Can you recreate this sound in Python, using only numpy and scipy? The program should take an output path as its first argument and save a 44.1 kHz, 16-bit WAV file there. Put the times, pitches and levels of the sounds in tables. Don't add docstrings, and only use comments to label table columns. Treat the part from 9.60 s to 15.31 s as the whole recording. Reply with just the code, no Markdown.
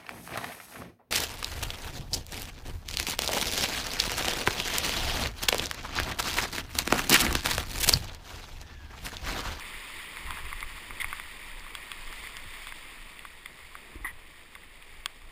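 import sys
import numpy as np
from scipy import signal
from scipy.fft import rfft, irfft, next_fast_len
from scipy.io import wavfile
from scipy.ndimage import uniform_filter1d, map_coordinates

SR = 44100
rng = np.random.default_rng(int(sys.argv[2]) if len(sys.argv) > 2 else 0)


def output_pcm(signal):
    pcm = np.clip(np.atleast_2d(signal).T, -1, 1) * 32767
    wavfile.write(sys.argv[1], SR, np.round(pcm).astype(np.int16))


def how_loud(loudness_db):
    steps = np.asarray(loudness_db, float) / 20
    return 10 ** steps


N = 251811


def unit(x):
    return x / np.sqrt(np.mean(x ** 2) + 1e-20)


def curves(rows):
    s, *cols = np.transpose(rows)
    return [np.interp(np.arange(N) / SR, s, c) for c in cols]


def wobble(rate_hz):
    knots = rng.standard_normal(int(N * rate_hz / SR) + 4)
    return map_coordinates(knots, [np.arange(N) * rate_hz / SR])


def filtered(x, response):
    m = next_fast_len(N + 8192)
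    spectrum = rfft(x, m) * response(np.fft.rfftfreq(m, 1 / SR))
    return unit(irfft(spectrum, m)[:N])


def colour(points):
    f, v = np.transpose(points)
    return lambda hz: how_loud(np.interp(np.log(hz + 1), np.log(f + 1), v))


def steadied(x, power, size):
    return unit(x / (0.15 + uniform_filter1d(abs(x), size=size)) ** power)


def patchy(depth_db):
    z = signal.stft(rng.standard_normal(N), nperseg=256)[2]
    field = uniform_filter1d(rng.standard_normal(z.shape), size=3, axis=0)
    field = uniform_filter1d(field, size=8, axis=1)
    return unit(signal.istft(z * how_loud(depth_db * unit(field)), nperseg=256)[1][:N])


def bubbles(count, centre_hz, spread, cycles, scatter_db):
    u = rng.random((count, 3))
    hz = centre_hz * np.exp(spread * rng.standard_normal(count))
    hz = np.clip(hz, 300, 5500)[:, None]
    t = np.arange(256) / SR
    rising = 1 + 0.11 * hz * t / cycles
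    grain = np.sin(2 * np.pi * hz * t * rising) * np.exp(-t * hz / cycles)
    grain *= how_loud(-scatter_db * np.log(u[:, 1:2] + 0.058)) * np.sqrt(hz)
    where = (u[:, :1] * N).astype(int) + np.arange(len(t))
    return unit(np.bincount(where.ravel(), grain.ravel(), N + len(t))[:N])


# frequency in Hz, density in dB per Hz.
FOAM_COLOUR = [(410, -27), (700, -19), (762, -21), (888, -6.5), (1110, -4.5), (1280, -7), (1400, -8),
               (1530, -10.5), (1910, 0), (2440, -1.5), (3000, -11), (3900, -17.5), (6600, -120)]


def foam(level_db):
    x = patchy(depth_db=0.87)
    x = x + 0.23 * bubbles(count=2500, centre_hz=1817, spread=0.47, cycles=2.9, scatter_db=3.5)
    return how_loud(level_db) * filtered(x, colour(FOAM_COLOUR))


# frequency in Hz, density in dB per Hz.
SPRAY_COLOUR = [(1650, -63), (2800, -5), (3610, -2.5), (4100, -11.5), (4510, -7), (4830, -8), (5430, -12.5),
                (5950, -21.5), (7740, -50), (13100, -120)]


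def spray(level_db):
    x = patchy(depth_db=0.95)
    x = x + 0.37 * bubbles(count=4000, centre_hz=3650, spread=0.356, cycles=1.18, scatter_db=0.5)
    return how_loud(level_db) * filtered(x, colour(SPRAY_COLOUR))


# frequency in Hz, density in dB per Hz.
WASH_COLOUR = [(76, -9.5), (130, -2.5), (381, -2.5), (569, -5.5), (761, -6.5), (850, -5.5), (1100, -39),
               (1870, -120)]


def wash(level_db):
    return how_loud(level_db + 0.38 * wobble(7)) * filtered(patchy(depth_db=2.04), colour(WASH_COLOUR))


# centre in seconds, length in seconds, spray lift in dB, wash lift in dB.
SLAPS = [
    (0.27, 0.34, 0.5, 0.5),
    (0.65, 0.36, 0, 2),
    (0.85, 0.27, -1, 0),
    (1.29, 0.35, 0.5, 3),
    (1.604, 0.47, 1, -1.5),
    (2.05, .3, -0.5, 1),
    (2.62, 0.21, 2, 0.5),
    (3.102, .3, 2, 0.5),
    (4.39, 0.37, -1.5, 3),
    (5.2, 0.51, -0.5, 1),
]


def slap_lifts_db():
    t = np.arange(N) / SR
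    lifts = [np.exp(-((t - s) * 2 / length_s) ** 2) * [[spray_db], [wash_db]]
             for s, length_s, spray_db, wash_db in SLAPS]
    return np.sum(lifts, axis=0)


# time in seconds, strength in dB.
BOW_WAVE = [(0.0, -43), (0.83, -43.5), (0.97, -45), (1.53, -44.5), (2.02, -46), (2.54, -45), (3.07, -46.5),
            (3.28, -48.5), (3.94, -51.5), (4.29, -51), (4.58, -54.5), (5.37, -53.5), (5.71, -55.5)]


def water():
    cruise_db = -48
    wave_db, = curves(BOW_WAVE)
    spray_lift_db, wash_lift_db = slap_lifts_db()
    surge_db = 0.5 * wobble(7.13) + 0.66 * wobble(30)
    spray_db = cruise_db - 5.5 + 0.87 * (wave_db - cruise_db) + spray_lift_db
    wash_db = cruise_db - 11 + 0.5 * (wave_db - cruise_db) + wash_lift_db
    return foam(wave_db + 0.063 + surge_db) + spray(spray_db + surge_db) + wash(wash_db)


# frequency in Hz, density in dB per Hz.
HEAVE_COLOUR = [(4.7, -22), (8.0, 4.5), (22, 8.5), (42, -16), (55, -40), (92, -120)]
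# frequency in Hz, density in dB per Hz.
THUMP_COLOUR = [(25, -30), (42, -0.5), (64, -0.5), (118, -16), (170, -21), (220, -59), (370, -120)]
# peak in seconds, heave in dB, thump over heave in dB, length in seconds.
BUFFETS = [(0.042, -46, -6.5, 0.069), (0.162, -42.5, -10, .1), (0.38, -48.5, -7.5, 0.18),
           (0.686, -38, -2.5, 0.13), (0.85, -37, -6, 0.17), (0.962, -33.5, -15, 0.085),
           (1.052, -35.5, -11, 0.052), (1.142, -42.5, -3.5, 0.1), (1.328, -43.5, -4, .1),
           (1.485, -36.5, -10.5, 0.17), (1.682, -47.5, -7, 0.2), (1.95, -40.5, -14, 0.27),
           (2.04, -45, -17, 0.069), (2.18, -48.5, -6, 0.11), (2.388, -44, -11, 0.05),
           (2.47, -38.5, -20, 0.19), (2.64, -51.5, 0.5, .15), (2.86, -43, -10.5, 0.25),
           (3.12, -47, -14, 0.5), (3.427, -44.5, -32, 0.16), (3.72, -52.5, -15, 0.27),
           (4.048, -56.5, 5.5, .08), (4.167, -45.5, -20, 0.082), (4.365, -48.5, 0, 0.071),
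           (4.42, -47, -4, .07), (4.538, -44.5, -9, 0.23), (5.102, -56, -3, 0.21),
           (5.287, -47.5, -15, 0.16), (5.388, -47, -13, .18), (5.647, -43, -14, 0.14)]


def wind():
    calm_heave_db, calm_thump_db = -55.5, -63.5
    fall_db = 10
    s, db, thump_db, length_s = np.transpose(BUFFETS)[:, :, None]
    t = np.arange(0, N, 64) / SR
    swell_db = db - fall_db * abs(t - s) * 2 / length_s

    def strength(level_db, calm_db):
        summed = np.sqrt(np.sum(how_loud(level_db) ** 2, axis=0))
        return np.hypot(how_loud(calm_db), np.interp(np.arange(N) / SR, t, summed))

    heave = steadied(filtered(rng.standard_normal(N), colour(HEAVE_COLOUR)), power=1.0, size=3000)
    thump = steadied(filtered(rng.standard_normal(N), colour(THUMP_COLOUR)), power=0.28, size=1500)
    return strength(swell_db, calm_heave_db) * heave + strength(swell_db + thump_db, calm_thump_db) * thump


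# frequency in Hz, t60 in seconds.
CASE_MODES = [(1150, 0.013), (1550, 0.011), (2080, 0.011), (2650, 0.0072), (3400, 0.0089), (4050, 0.0044),
              (4750, 0.0046)]


def struck(rows, shape, boost_db, between_db, rise_cycles):
    out, t = np.zeros(N + SR), np.arange(SR // 20) / SR
    chance = rng.standard_normal((len(rows), len(CASE_MODES), 2))
    for (s, levels_db, last), draw in zip(rows, chance):
        at = round(s * SR)
        for k, ((hz, t60_s), level_db, (a, b)) in enumerate(zip(CASE_MODES, levels_db, draw)):
            rise = 1 - np.exp(-t * hz / rise_cycles)
            tone = np.sin(2 * np.pi * hz * (1 + 0.023 * a) * t + 0.2 * b)
            gain = (-1) ** k * how_loud(level_db + boost_db + k % 2 * between_db)
            out[at:at + len(t)] += gain * rise * tone * shape(t, t60_s, last)
    stiff = signal.butter(2, 560, "high", fs=SR, output="sos")
    return signal.sosfilt(stiff, out[:N])


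def peaked(db, best_hz, fall_db):
    octaves = np.log2(np.transpose(CASE_MODES)[0] / best_hz)
    return db - fall_db * abs(octaves) ** 1.5 * np.where(octaves > 0, 1.23, 1)


def hard_contact(t, t60_s, ring_factor):
    return how_loud(-60 * t / (t60_s * ring_factor)) + 0.87 * how_loud(-60 * t / 0.0015)


# start in seconds, level in dB, strongest pitch in Hz,
# fall away from it in dB per octave, ring length factor.
TICKS = [(0.57, -28.5, 2010, 11.5, 0.88), (0.64, -46, 1400, 8, 1), (0.7714, -30, 1600, 18, 1.3),
         (0.7869, -38, 2200, 6, 1), (1.5284, -25.5, 1500, 9, 1.6), (1.5981, -29, 1800, 7.5, 1.07),
         (2.005, -37, 1600, 10, 0.77), (2.0467, -38, 1500, 12, .7), (3.0915, -42, 2600, 5, 1.1),
         (3.1228, -33.5, 1800, 10, 1.6), (3.5923, -32, 2620, 22, 1.25), (3.6512, -33, 1290, 6.5, 1.5),
         (4.153, -30.5, 1430, 11, 1.1), (4.205, -42, 2080, 29, 1), (4.5908, -45.5, 2080, 14, .9),
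         (4.9524, -35.5, 2180, 13, 1.6), (4.961, -40.5, 1150, 14, 1.2), (5.2247, -39, 2700, 18, 1),
         (5.339, -47, 1800, 12, 1.1)]


def ticks():
    rows = [(s, peaked(*tone), ring_factor) for s, *tone, ring_factor in TICKS]
    return struck(rows, hard_contact, boost_db=3.5, between_db=-2.5, rise_cycles=0.1)


# start in seconds, length in seconds, level in dB,
# change to the end in dB, weight on the low mode in dB.
RUBS = [
    (0.667, .065, -53, -1, 9),
    (0.766, .035, -47, 2, -0.5),
    (1.4, 0.0195, -34, 6.5, -16),
    (1.423, 0.013, -33, -12, -7),
    (2.626, .03, -45, -4, -23),
    (4.445, .019, -34, 1, -5),
    (4.465, 0.049, -34, -12.5, -13.5),
]
# mode shift factor, brightness in dB.
GRIP = [(0.97, -4), (0.914, -3), (1.07, 1), (0.99, -5), (1.03, -4), (1, -15), (1.017, -7)]
# frequency in Hz, width in Hz.
RUB_MODES = [(1922, 290), (1072, 390), (3160, 900), (4940, 2100)]
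RUB_BRIGHT_DB = [-8, -21.5]


def rubs():
    out, size = np.zeros(N), SR // 8
    f, t = np.fft.rfftfreq(size, 1 / SR), np.arange(size) / SR
    grit = how_loud(1.3 * wobble(300))
    for (s, length_s, db, change_db, low_db), (shift, bright_db) in zip(RUBS, GRIP):
        at = round(s * SR)
        edge = np.clip(np.minimum(t / 0.0019, (length_s - t) / 0.0022 + 1), 0, 1)
        edge = edge * how_loud(db + change_db * np.minimum(t / length_s, 1))
        tiring_db = low_db - 1.5 * t / length_s
        levels_db = [0, tiring_db, *(np.array(RUB_BRIGHT_DB) + bright_db)]
        for (hz, width_hz), level_db in zip(RUB_MODES, levels_db):
            c = hz * shift
            resonance = (1j * f * width_hz / (c * c - f * f + 1j * f * width_hz)) ** 2
            mode = unit(irfft(rfft(rng.standard_normal(size)) * resonance, size))
            mode = unit(grit[at:at + size] * steadied(mode, power=0.38, size=130))
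            out[at:at + size] += edge * how_loud(level_db) * mode
    return out


# start in seconds, level in dB, tilt in dB per octave,
# snap in the top modes in dB, ring length factor.
RIM = [
    (0.7067, -30.5, -4, 4.5, 1.2),
    (0.8528, -42, -5, 7, 1),
    (1.0059, -42, 8, 3.5, 1),
    (2.1515, -33, 2, -2, 1.6),
    (2.3167, -33.5, 3.5, -6, 1.33),
    (2.527, -40.5, -6, 14, 1.2),
    (2.7686, -34.5, 2.5, 5, 0.69),
    (3.0701, -36, -2, -3, 1.35),
    (5.459, -25, 3, 1, 1.19),
    (1.996, -52, 6.5, 11, 0.71),
]
RIM_MODES_DB = [0, -3, -3, 0, 3, -4.5, -3.5]
SNAP_SHARE = [0, 0, 0, 0, 0, .4, 1]


def rim_drops():
    octaves = np.log2(np.transpose(CASE_MODES)[0] / 2000)
    rows = [(s, db + tilt_db * octaves + RIM_MODES_DB + snap_db * np.array(SNAP_SHARE), ring_factor)
            for s, db, tilt_db, snap_db, ring_factor in RIM]
    return struck(rows, hard_contact, boost_db=3.5, between_db=0.5, rise_cycles=0.22)


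# start in seconds, peak in dB, pitch
# in Hz.
KNOCKS = [
    (0.737, -36.5, 200),
    (2.631, -39, 380),
    (4.355, -29.5, 320),
    (4.4, -38, 300),
    (4.444, -35, 320),
    (5.457, -43.5, 360),
    (4.356, -28, 49),
    (4.412, -29, 44),
    (2.86, -37.5, 90),
    (1.445, -31.5, 57),
]


def knocks():
    out, t = np.zeros(N + SR), np.arange(SR // 5) / SR
    for s, db, hz in KNOCKS:
        at = round(s * SR)
        t60_s = 0.036 * (320 / hz) ** 0.57
        rise = 1 - np.exp(-t / 0.0016)
        out[at:at + len(t)] += how_loud(db - 2.5 - 60 * t / t60_s) * np.sin(2 * np.pi * hz * t) * rise
    return out[:N]


# start in seconds, level in dB, strongest pitch in Hz,
# fall away from it in dB per octave, contact in ms.
SPLATS = [(0.9165, -33.5, 1150, 11, 2.7), (0.9284, -20, 1670, 21.5, 2.5), (1.0275, -19.5, 1680, 21, 3.2),
          (1.3068, -24, 1640, 17, 2.3), (1.4438, -14.5, 1700, 24, 2.05), (1.4712, -48, 2200, 14, 3.2),
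          (2.0643, -37.5, 1150, 10, 4.5), (2.4753, -34.5, 2150, 15, 3.3), (2.6378, -34, 1700, 6, 1.8),
          (2.6711, -30, 2150, 15, 2.95), (3.8587, -28, 2250, 11.5, 3.1), (4.0498, -40, 2100, 19, 4),
          (5.0317, -50, 1950, 18, 4.9), (5.6179, -44.5, 1800, 7, 2.7)]


def splats():
    def soft_contact(t, t60_s, contact_ms):
        press = np.sin(np.pi * np.minimum(t * 1000 / contact_ms, 1)) ** 0.57
        return press + 0.35 * how_loud(-60 * t / (2.2 * t60_s)) * t / 0.0031

    rows = [(s, peaked(*tone), contact_ms) for s, *tone, contact_ms in SPLATS]
    return struck(rows, soft_contact, boost_db=-1.0, between_db=-33, rise_cycles=0.23)


def scene():
    return (water() + wind() + ticks() + rubs() + rim_drops() + knocks() + splats())[None]


def band_limit(x):
    return signal.sosfilt(signal.butter(12, 16610, fs=SR, output="sos"), x)


# frequency in Hz, gain in dB.
BAND_LIMIT = [(11000, -0.5), (11500, -0.5), (12000, 1), (12500, 0), (13000, -0.5), (15250, -1),
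              (15350, -34), (15800, -38), (15900, -44), (16550, -44), (16650, -90)]


def record(dry):
    hold_hz = 12000
    slow = signal.resample_poly(dry, hold_hz, SR, axis=1)
    held = np.repeat(slow, repeats=4, axis=1)
    held = signal.resample_poly(held, SR, 4 * hold_hz, axis=1)[:, :N]
    limited = irfft(rfft(held) * colour(BAND_LIMIT)(np.fft.rfftfreq(N, 1 / SR)), N)
    return band_limit(limited)


dry = scene()
out = record(dry)
output_pcm(out)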